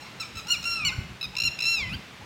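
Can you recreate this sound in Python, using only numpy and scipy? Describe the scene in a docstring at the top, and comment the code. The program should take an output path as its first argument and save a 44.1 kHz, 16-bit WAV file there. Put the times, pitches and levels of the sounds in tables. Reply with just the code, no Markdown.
"""Two lapwings give alarm calls on a lawn, one close and one farther off. A cry stutters into a reedy
note, a stack of harmonics from the syrinx coloured by the throat, whose pitch arches and sags; the long
ones end in an upward flick. Trees and walls echo them. Behind them a distant bird hoots evenly in nearly
pure tones, and light wind buffets the microphone over a quiet outdoor hush."""
import sys
import numpy as np
from scipy import signal
from scipy.fft import rfft, irfft
from scipy.io import wavfile
from scipy.ndimage import uniform_filter1d

SR = 44100
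rng = np.random.default_rng(int(sys.argv[2]) if len(sys.argv) > 2 else 0)


def int16_out(signal):
    """Quantize to a 16-bit WAV file."""
    q = np.round(np.clip(np.atleast_2d(signal).T, -1, 1) * 32767)
    wavfile.write(sys.argv[1], SR, q.astype(np.int16))


N = 99225

# held notes, a three-syllable chatter and the closing flick (time [s], pitch [Hz], level [dB])
NEAR_NOTES = [
    [(.5028, 1412, -24.5), (.521, 1447, -19), (.535, 1404, -21.5), (.550, 1220, -31), (.564, 1127, -34)],
    [(.849, 1420, -20.5), (.859, 1483, -22), (.869, 1477, -20.5), (.882, 1427, -21), (.898, 1240, -28),
     (.908, 1184, -29)],
    [(1.4495, 1344, -26), (1.455, 1396, -22), (1.478, 1369, -23), (1.489, 1280, -26.5)],
    [(1.6525, 1329, -23.5), (1.675, 1358, -24), (1.712, 1366, -23), (1.748, 1352, -24),
     (1.767, 1303, -27.5), (1.785, 1260, -27.5), (1.810, 1154, -28), (1.838, 1040, -31), (1.862, 1002, -38),
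     (1.896, 1014, -36.5)],
]
NEAR_CHATTER = [
    [(1.211, 1310, -30), (1.2215, 1300, -30.5)],
    [(1.2275, 1328, -27), (1.240, 1305, -32.5)],
    [(1.240, 1237, -29), (1.248, 1274, -31.5), (1.260, 1218, -30)],
]
NEAR_FLICK = [(1.893, 1213, -38), (1.916, 1265, -35.5), (1.931, 1380, -33), (1.944, 1568, -32),
              (1.951, 1601, -32), (1.959, 1370, -40)]
# stutters that lead into a note (start [s], length [s])
NEAR_PIPS = [(1.3528, 0.0031), (1.3663, 0.0095), (1.3832, 0.009), (1.4002, 0.012), (1.418, 0.011),
             (1.4353, 0.013), (1.5887, 0.0064), (1.6037, 0.011), (1.6208, 0.013), (1.637, 0.012)]
# throat and beak colour of each kind of call (frequency [Hz], gain [dB])
NEAR_THROAT = [(1000, -17.5), (1400, -24.5), (2000, 2), (2750, -0.5), (3150, -2.5), (4250, -3.5),
               (5400, -3.5), (6100, -17.5), (6800, -13.5), (7250, -9), (8200, -27), (9500, -30),
               (13700, -30), (15500, -30.5)]
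CHATTER_THROAT = [(1300, -18.5), (2550, -3.5), (3850, 1), (5200, -4), (6500, -22), (8000, -33),
                  (11000, -27), (15500, -31.5)]
FLICK_THROAT = [(1250, -14), (2500, 1.5), (3150, -1), (3800, -18), (4750, -4), (5600, -41.5)]
# overtones that stand out at any pitch (harmonic [number], boost [dB])
FLICK_OVERTONES = [(8, 14), (10, 6.1)]


def near_lapwing():
    """The close bird, dry: reedy notes, slightly brighter pips, a thin chatter and an upward flick."""
    notes = syrinx(NEAR_NOTES, NEAR_THROAT)
    pips = syrinx(stutter(NEAR_PIPS, NEAR_NOTES), NEAR_THROAT, bright_db=0.5)
    chatter = syrinx(NEAR_CHATTER, CHATTER_THROAT)
    flick = syrinx([NEAR_FLICK], FLICK_THROAT, overtones=FLICK_OVERTONES)
    return notes + pips + chatter + flick


# short calls, one long cry and its closing flick (time [s], pitch [Hz], level [dB])
FAR_SHORT_NOTES = [
    [(.198, 1331, -42), (.213, 1353, -39), (.239, 1134, -41.5)],
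    [(.369, 1336, -43), (.384, 1329, -39.5), (.403, 1190, -41)],
    [(.497, 1387, -36), (.522, 1418, -34), (.552, 1320, -39.5)],
]
FAR_LONG_NOTES = [
    [(.653, 1381, -31.5), (.695, 1369, -31), (.735, 1374, -30.5), (.775, 1336, -32.5), (.805, 1269, -32),
     (.836, 1199, -29.5), (.862, 1106, -33.5), (.895, 1037, -33), (.924, 1069, -34)],
]
FAR_FLICK = [(.921, 1417, -32.5), (.934, 1533, -34.5), (.944, 1440, -45)]
# stutters that lead into a note (start [s], length [s])
FAR_PIPS = [(.353, 0.012), (.469, 0.0087), (.482, 0.015), (.627, 0.0072), (.6395, 0.01)]
# throat and beak colour of each kind of call (frequency [Hz], gain [dB])
FAR_SHORT_THROAT = [(1350, -3), (2600, 3.5), (4000, 1), (5400, 2), (8100, -9.5), (9500, -22),
                    (15500, -18.5)]
FAR_LONG_THROAT = [(1050, -14), (1370, -7), (2200, 1.5), (2750, 1.5), (4300, -10.5), (5500, 1.5),
                   (6500, -15), (7700, -10), (9600, -28.5), (15500, -33)]
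FAR_FLICK_THROAT = [(1500, -1), (12000, -34)]
# overtones that stand out at any pitch (harmonic [number], boost [dB])
FAR_LONG_OVERTONES = [(8, 9), (11, 11), (12, 14)]
FAR_RASP_DB, FAR_PIP_DB = -21.5, -4.5


def far_lapwing():
    """The mate, whose raspy short calls waver on their way. Returns (whole voice, short calls alone)."""
    short = syrinx(FAR_SHORT_NOTES, FAR_SHORT_THROAT, rasp_db=FAR_RASP_DB, flutter_db=3)
    pip_notes = stutter(FAR_PIPS, FAR_SHORT_NOTES + FAR_LONG_NOTES)
    pips = undb(FAR_PIP_DB) * syrinx(pip_notes, FAR_SHORT_THROAT, rasp_db=FAR_RASP_DB)
    cry = syrinx(FAR_LONG_NOTES, FAR_LONG_THROAT, dull=0.13, overtones=FAR_LONG_OVERTONES)
    flick = syrinx([FAR_FLICK], FAR_FLICK_THROAT)
    return short + pips + cry + flick, short


ATTACK_S, RELEASE_S = 0.0012, 0.0019
PITCH_JITTER, SHIMMER_DB = 0.0021, 1


def syrinx(notes, throat, bright_db=0, rasp_db=-34.5, dull=0.036, flutter_db=1.14, overtones=()):
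    """A slightly unsteady harmonic stack, shaped by the throat, with a little rasp round each partial."""
    out = np.zeros(N)
    boost_db = {round(k): db for k, db in overtones}
    for note in notes:
        times, pitch, db = np.array(sorted(note), float).T
        t = np.arange(times[0], times[-1], 1 / SR)
        n = len(t)
        glide = uniform_filter1d(np.interp(t, times, pitch), size=120, mode="nearest")
        hz = glide * (1 + PITCH_JITTER * wobble(514, n))
        phase = 2 * np.pi * np.cumsum(hz) / SR
        sag_hz = np.maximum.accumulate(hz) - hz
        tilt = bright_db - dull * sag_hz  # dB per octave: the note darkens as it sags
        voice = np.zeros(n)
        for k in range(1, 15):
            partial_db = colour_db(k * hz, throat) + boost_db.get(k, 0) + tilt * np.log2(max(k / 2, 1))
            partial_db += flutter_db * wobble(113, n)
            rasp = undb(rasp_db) * np.sqrt(k) * (wobble(1400, n) + 1j * wobble(1400, n))
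            partial = np.real((1 + rasp) * np.exp(1j * k * phase))
            voice += undb(partial_db) * partial * (k * hz < SR / 2)
        gate = np.clip((t - times[0]) / ATTACK_S, 0, 1) * np.clip((times[-1] - t) / RELEASE_S, 0, 1)
        level_db = np.interp(t, times, db) + SHIMMER_DB * wobble(207, n)
        add(out, times[0], voice * gate * undb(level_db))
    return out


FULL_PIP_S, PIP_SHARP, PIP_DB = 0.01417, 0.0087, -0.5  # a full pip: a touch above its note, and softer
PIP_FLAT_PER_S, PIP_DB_PER_S = 8.4, 608  # a shorter pip is flatter and weaker
PIP_ARCH, PIP_SCOOP = 0.054, 0.23  # each scoop's share of the pitch and of the length


def stutter(pips, notes):
    """Pip curves: each scoops up to about the pitch and level of the note ahead, then drops away."""
    curves = []
    for start, length in pips:
        _, hz, db = min(note[1] for note in notes if note[1][0] > start)
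        shortfall_s = max(FULL_PIP_S - length, 0)
        hz = hz * (1 + PIP_SHARP - PIP_FLAT_PER_S * shortfall_s)
        db = db + PIP_DB - PIP_DB_PER_S * shortfall_s
        end, scoop_s = start + length, length * PIP_SCOOP
        low_hz = hz * (1 - PIP_ARCH)
        curves.append([(start, low_hz, db), (start + scoop_s, hz, db),
                       (end - scoop_s, hz, db), (end, low_hz, db)])
    return curves


# slaps off walls and trees (delay [s], level [dB])
SLAP_ECHOES = [(.0052, -23.5), (.029, -29), (0.046, -25.5)]
# EQ on the close bird's reverb send (frequency [Hz], gain [dB])
NEAR_SEND_EQ = [(2800, 1.5), (4200, -1.5), (7000, 1)]
# a cry of which only the echo arrives (time [s], pitch [Hz], level [dB])
ECHOED_CRY = [(0, 1380, -42.5), (.025, 1326, -56), (.06, 1010, -40)]
WALL_DELAY_S, WALL_DB = 0.021, -11  # the far bird's short calls bounce strongly off a wall
NEAR_SEND_DB, FAR_SEND_DB = -12, -5.5


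def lapwings():
    """Both birds on the lawn, with distinct echoes and a diffuse tail; the far one is wetter."""
    near = near_lapwing()
    far, far_short = far_lapwing()
    out = near + far
    for delay, db in SLAP_ECHOES:
        add(out, delay, undb(db) * (near + far))
    add(out, WALL_DELAY_S, undb(WALL_DB) * far_short)
    near_tail = undb(NEAR_SEND_DB) * foliage_reverb(equalise(near, NEAR_SEND_EQ))
    far_tail = foliage_reverb(undb(FAR_SEND_DB) * far + syrinx([ECHOED_CRY], FAR_SHORT_THROAT))
    return out + near_tail + far_tail


BODY_T60_S, TREBLE_T60_S, BUILD_S = 0.74, 0.5, 0.0019
CROSSOVER_HZ, TREBLE_DB = 5140, 3


def foliage_reverb(x):
    """Diffuse echo from the foliage; the treble dies sooner."""
    t = np.arange(SR) / SR
    body = signal.sosfilt(signal.butter(2, CROSSOVER_HZ, fs=SR, output="sos"), rng.standard_normal(SR))
    highpass = signal.butter(2, CROSSOVER_HZ, "high", fs=SR, output="sos")
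    treble = undb(TREBLE_DB) * signal.sosfilt(highpass, rng.standard_normal(SR))
    body_decay, treble_decay = undb(-60 * t / BODY_T60_S), undb(-60 * t / TREBLE_T60_S)
    build = 1 - np.exp(-t / BUILD_S)
    tail = build * (body * body_decay + treble * treble_decay)
    return signal.fftconvolve(x, tail / np.linalg.norm(build * body_decay))[:N]


# cues for the two-note hoots (start [s])
HOOT_STARTS = [.015, .452, .89, 1.325, 1.773, 2.205]
# the notes of one hoot (delay [s], length [s], pitch [Hz], level [dB])
HOOT_NOTES = [(0, 0.031, 850, -45.5), (0.026, 0.0435, 1012, -48)]
HOOT_RISE, HOOT_SEND_DB = 0.12, -14


def distant_bird():
    """Soft, nearly pure hoots: a low note and then a higher one, each sliding upward."""
    out = np.zeros(N)
    for start in HOOT_STARTS:
        for delay, length, hz, db in HOOT_NOTES:
            progress = np.linspace(0, 1, int(length * SR))
            phase = 2 * np.pi * np.cumsum(hz * (1 + HOOT_RISE * (progress - .5))) / SR
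            add(out, start + delay, undb(db) * np.sin(np.pi * progress) * np.sin(phase))
    return out + undb(HOOT_SEND_DB) * foliage_reverb(out)


# peaks of the wind buffets (time [s], level [dB])
GUSTS = [(.365, -46), (.485, -50), (.60, -47.5), (.72, -46.5), (0.871, -38), (1.0, -37), (1.11, -43.5),
         (1.292, -45.5), (1.46, -40.5), (1.83, -40), (1.943, -35), (2.25, -45.5)]
# their rumbling colour (frequency [Hz], gain [dB])
WIND_COLOUR = [(20, -27), (60, -2), (115, -4.5), (200, -6.5), (900, -52)]
GUST_WIDTH_S = 0.036
THUMP_S, THUMP_HZ, THUMP_WIDTH_S, THUMP_DB = 0.99, 98, 0.0039, -18.5


def wind():
    """Low buffets on the microphone and one sharp thump."""
    t = np.arange(N) / SR
    swell = sum(undb(db) * np.exp(-.5 * ((t - peak) / GUST_WIDTH_S) ** 2) for peak, db in GUSTS)
    thump_envelope = np.exp(-.5 * ((t - THUMP_S) / THUMP_WIDTH_S) ** 2)
    thump = -thump_envelope * np.cos(2 * np.pi * THUMP_HZ * (t - THUMP_S))
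    return swell * noise(WIND_COLOUR) + undb(THUMP_DB) * thump


# colour of the outdoor bed (frequency [Hz], gain [dB])
HUSH_COLOUR = [(20, -19), (130, 5.5), (300, -3), (600, -5), (2500, -5.5), (3500, -8.5), (7000, -19.5),
               (10000, -27.5), (16000, -32.5)]
HUSH_DB = -46


def hush():
    """A quiet bed of outdoor noise whose level wavers gently."""
    return noise(HUSH_COLOUR) * undb(HUSH_DB + .5 * wobble(4.04, N))


def undb(db):
    """Decibels to gain."""
    return 10 ** (np.asarray(db) / 20)


def colour_db(hz, curve):
    """Read an EQ curve on a log-frequency axis."""
    freqs, db = np.array(curve).T
    return np.interp(np.log(np.maximum(hz, 1)), np.log(np.sort(freqs)), db)


def equalise(x, curve):
    """Shape a sound with an EQ curve."""
    gain = undb(colour_db(np.fft.rfftfreq(2 * N, 1 / SR), curve))
    return irfft(rfft(x, 2 * N) * gain)[:N]


def noise(curve):
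    """Noise of the given colour, rms 1."""
    gain = undb(colour_db(np.fft.rfftfreq(N, 1 / SR), curve))
    y = irfft(rfft(rng.standard_normal(N)) * gain, N)
    return y / y.std()


def wobble(rate_hz, size):
    """Smooth random modulation with a spread near 1."""
    return np.interp(np.arange(size) / SR * rate_hz, np.arange(2048), rng.standard_normal(2048))


def add(out, start_s, y):
    """Mix a sound in at its time."""
    i = max(int(start_s * SR), 0)
    out[i:i + len(y)] += y[:max(N - i, 0)]


def scene():
    """Lapwings in front, the distant bird and the wind behind, all over the hush; mono."""
    bed = hush()
    return (lapwings() + distant_bird() + wind() + bed)[None]


def record(dry):
    """A steep low-pass cuts the top at 16 kHz."""
    return signal.sosfilt(signal.ellip(10, .1, 80, 16000, fs=SR, output="sos"), dry)


dry = scene()
out = record(dry)
int16_out(out)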